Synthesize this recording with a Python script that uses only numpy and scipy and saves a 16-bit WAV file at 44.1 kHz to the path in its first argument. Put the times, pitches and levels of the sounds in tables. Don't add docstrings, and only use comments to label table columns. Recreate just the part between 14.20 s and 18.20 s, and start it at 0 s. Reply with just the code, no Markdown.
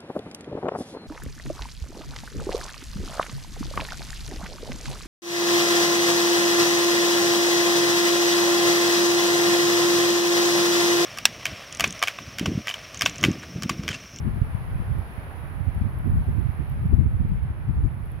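import sys
import numpy as np
from scipy import signal
from scipy.fft import rfft, irfft
from scipy.io import wavfile
from scipy.ndimage import uniform_filter1d

SR = 44100
rng = np.random.default_rng(int(sys.argv[2]) if len(sys.argv) > 2 else 0)


def transcribe(signal):
    frames = np.atleast_2d(signal).T
    limited = np.clip(frames, -1, 1)
    pcm = np.round(limited * 32767).astype(np.int16)
    wavfile.write(sys.argv[1], SR, pcm)


N = 176400
T = np.arange(N) / SR
FREQS = np.arange(N // 2 + 1) * SR / N


def undb(db):
    return 10 ** (np.asarray(db) / 20)


def columns(table, at):
    first, *rest = np.array(table, float).T
    return np.array([np.interp(at, first, col) for col in rest])


def colour(x, table):
    hz, *levels = np.array(table, float).T
    gain = undb([np.interp(np.log(FREQS + 1), np.log(hz), db) for db in levels])
    return irfft(rfft(x) * gain / np.sqrt(np.mean(gain ** 2)), N)


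def waver(rate_hz):
    hold = max(int(SR / rate_hz), 1)
    steps = rng.standard_normal(N)[np.arange(N) // hold]
    smooth = uniform_filter1d(uniform_filter1d(steps, hold), hold)
    return smooth / smooth.std()


def diffuse_field(port_spacing_m=0.13, lag_s=.00005):
    left, independent = rfft(rng.standard_normal((2, N)))
    coherence = np.sinc(2 * FREQS * port_spacing_m / 343)
    right = coherence * left + np.sqrt(1 - coherence ** 2) * independent
    delay = np.exp(-2j * np.pi * FREQS * lag_s)
    return irfft(np.array([left, right * delay]), N)


# t/s, relative roar level/dB, relative hiss level/dB
WIND_ENVELOPE = [(0, -0.2, -0.2), (1.07, 0.53, -0.1), (1.7, -1, -1.9), (2.5, -2, -2.4), (2.85, -3.5, -4.5),
                 (3.3, -3, -6), (4, -3.7, -4)]
# f/Hz, left level/dB, right level/dB
ROAR_SPECTRUM = [(30, -2, -2.5), (200, 0.5, 0.5), (370, 0.5, 2), (516, -1.5, -1), (790, 0.5, 1.5),
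                 (1110, -2, 0), (1690, -5, -1.5), (2360, -8.5, -6.5), (2985, -13, -18),
                 (4000, -19.5, -28.5), (5020, -24.5, -33.5), (6360, -31, -40), (8000, -40, -49),
                 (16000, -63.5, -55)]
# f/Hz, left level/dB, right level/dB
HISS_SPECTRUM = [(5000, -37, -37.5), (7500, -25.5, -29.5), (8490, -23, -19), (9480, -10, -9.5),
                 (10020, -5, -3), (10450, -8.5, 1.5), (11400, -13, -4), (12900, -15.5, -12.5),
                 (14300, -16.5, -16), (15800, -17, -16.5)]


def wind_in_conifers(roar_gain_db=-44.5, hiss_gain_db=-60, swell_db=0.18, flicker_db=0.6):
    roar_db, hiss_db = columns(WIND_ENVELOPE, T) + swell_db * waver(rate_hz=3.055)
    spectrum = rfft(colour(diffuse_field(), ROAR_SPECTRUM))
    octave = np.clip(np.log2((FREQS + 1) / 300), 0, 4)
    roar = 0
    for k in range(5):
        band = irfft(spectrum * np.maximum(1 - abs(octave - k), 0), N)
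        band_db = hiss_db if k == 4 else roar_db
        roar = roar + band * undb(band_db + flicker_db * waver(rate_hz=9))
    hiss = colour(rng.standard_normal((2, N)), HISS_SPECTRUM)
    return roar * undb(roar_gain_db) + hiss * undb(hiss_gain_db + hiss_db)


def eddies(spectrum, steady_s):
    pressure = colour(rng.standard_normal((2, N)), spectrum)
    local_power = uniform_filter1d(pressure ** 2, int(steady_s * SR), axis=1)
    return pressure / np.sqrt(local_power + 1e-9)


# t/s, left level/dB, right level/dB
PORT_DRAUGHT = [(0, -27, -28.5), (.35, -30, -34.5), (.7, -31, -30.5), (.92, -40, -39.5), (1.3, -42, -31.5),
                (1.7, -32, -31.5), (2.35, -37, -33), (2.72, -21, -25.5), (3.1, -30.5, -27),
                (3.4, -35.5, -29.5), (4, -35, -31)]
# centre t/s, duration/s, level/dB, relative level for small eddies/dB, port
PORT_PUFFS = [(0.071, 0.035, -21, 12, "left"), (0.174, 0.017, -26.5, 9, "left"),
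              (0.226, 0.015, -13, -9, "right"), (0.349, 0.0084, -16, -1.5, "left"),
              (0.549, 0.039, -24.5, -6, "right"), (0.605, 0.026, -19, -5, "left"),
              (0.714, 0.026, -15.5, -1, "right"), (0.778, 0.062, -23, 3.5, "right"),
              (0.985, 0.012, -23.5, -5, "right"), (1.237, 0.013, -20.5, -9, "right"),
              (1.411, 0.012, -17.5, -4, "right"), (1.484, 0.021, -17, -12, "right"),
              (1.573, 0.026, -21.5, -4.5, "left"), (1.618, 0.0093, -10.5, -7, "left"),
              (1.661, 0.032, -19.5, 2.5, "right"), (1.777, 0.061, -26, -6, "left"),
              (1.875, 0.041, -19.5, 9.5, "right"), (1.903, 0.021, -15.5, 1, "right"),
              (1.961, 0.085, -18.5, -3.5, "right"), (1.97, 0.079, -18, -2.5, "left"),
              (2.075, 0.01, -20.5, 2, "left"), (2.089, 0.026, -20, 5, "right"),
              (2.105, 0.015, -20.5, 2, "left"), (2.181, 0.073, -16.5, 3.5, "right"),
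              (2.258, 0.019, -16.5, -2.5, "right"), (2.297, 0.013, -14, 1, "right"),
              (2.402, 0.042, -22.5, 6.5, "right"), (2.512, 0.033, -21.5, -8, "right"),
              (2.66, 0.015, -12.5, -5, "right"), (2.734, 0.023, -10, 1, "left"),
              (2.81, 0.048, -18.5, 4, "left"), (2.862, 0.023, -13.5, 2, "right"),
              (2.949, 0.029, -17.5, -4, "right"), (3.006, 0.028, -16, 3, "right"),
              (3.052, 0.024, -19, 7.5, "right"), (3.13, 0.086, -20.5, -3, "left"),
              (3.235, 0.037, -21, -5, "right"), (3.304, 0.02, -19.5, -1, "left"),
              (3.499, 0.027, -14, 2.5, "left"), (3.565, 0.053, -20.5, -5, "left"),
              (3.597, 0.057, -18.5, 0, "right"), (3.654, 0.035, -15, 2, "left")]
# f/Hz, level/dB
LARGE_EDDY_SPECTRUM = [(8, -30), (25, -11), (50, 0.5), (82, 1.5), (140, -4), (190, -14.5), (270, -28.5),
                       (400, -43), (3000, -104)]
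# f/Hz, level/dB
SMALL_EDDY_SPECTRUM = [(60, -22), (150, 3), (240, 1), (350, -8), (480, -25), (800, -39.5), (3000, -76)]


def buffeting(reference_db=-14, large_db=1.5, small_db=-14.5, small_exponent=1.48, flutter_db=1.58):
    large_power = undb(columns(PORT_DRAUGHT, T)) ** 2
    small_power = large_power.copy()
    for at, duration, db, extra_db, port in PORT_PUFFS:
        puff = undb(db) ** 2 * np.exp(-(2 * (T - at) / duration) ** 2)
        channel = ["left", "right"].index(port)
        large_power[channel] += puff
        small_power[channel] += puff * undb(extra_db) ** 2
    flutter = undb(flutter_db * np.array([waver(rate_hz=45), waver(rate_hz=45)]))
    large_drive = np.sqrt(large_power) * flutter / undb(reference_db)
    small_drive = np.sqrt(small_power) * flutter / undb(reference_db)
    large = large_drive * eddies(LARGE_EDDY_SPECTRUM, steady_s=0.039)
    small = small_drive ** small_exponent * eddies(SMALL_EDDY_SPECTRUM, steady_s=0.027)
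    return undb(reference_db) * (undb(large_db) * large + undb(small_db) * small)


def snap(hz, width_hz=1050, attack_s=.0005, decay_s=0.0024, size=2048):
    freqs = np.arange(size // 2 + 1) * SR / size
    band = np.exp(-.5 * ((freqs - hz) / width_hz) ** 2)
    noise = irfft(rfft(rng.standard_normal((2, size))) * band)
    envelope = np.exp(-T[:size] / decay_s) * np.minimum(T[:size] / attack_s, 1)
    return noise / noise.std() * envelope


# t/s, relative level/dB, centre f/Hz
TWIG_TICKS = [(.785, -39.5, 11200), (1.547, -42, 11000), (1.788, -39, 11200), (1.870, -45, 12900),
              (1.905, -46, 12900), (2.498, -41, 12000), (2.515, -43, 12000), (2.663, -41, 11800),
              (3.231, -44, 11000), (3.857, -43, 10800), (3.917, -40, 11000)]


def twigs(patter_count=420, gain_db=-4, left_db=-11):
    when, strength, pitch = rng.standard_normal((patter_count, 3)).T
    patter_s = (2.1 + .5 * when) % T[-1]
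    patter_db = -59 + 3 * strength
    patter_hz = 11800 + 750 * pitch
    ticks = np.zeros((2, N))
    for at, db, hz in TWIG_TICKS + list(zip(patter_s, patter_db, patter_hz)):
        start = int(at * SR)
        tick = snap(hz)[:, :N - start]
        ticks[:, start:start + tick.shape[1]] += undb(db + gain_db) * tick
    return ticks * undb([[left_db], [0]])


def scene(fade_s=.006):
    from_edge_s = np.minimum(T, T[::-1])
    fade = np.sin(np.pi / 2 * np.minimum(from_edge_s / fade_s, 1)) ** 2
    return wind_in_conifers() + twigs() + fade * buffeting()


def record(dry, low_cut_hz=25, top_hz=15800):
    high_pass = signal.butter(1, low_cut_hz, "high", fs=SR, output="sos")
    low_pass = signal.ellip(10, .1, 80, top_hz, fs=SR, output="sos")
    return signal.sosfilt(low_pass, signal.sosfilt(high_pass, dry))


dry = scene()
out = record(dry)
transcribe(out)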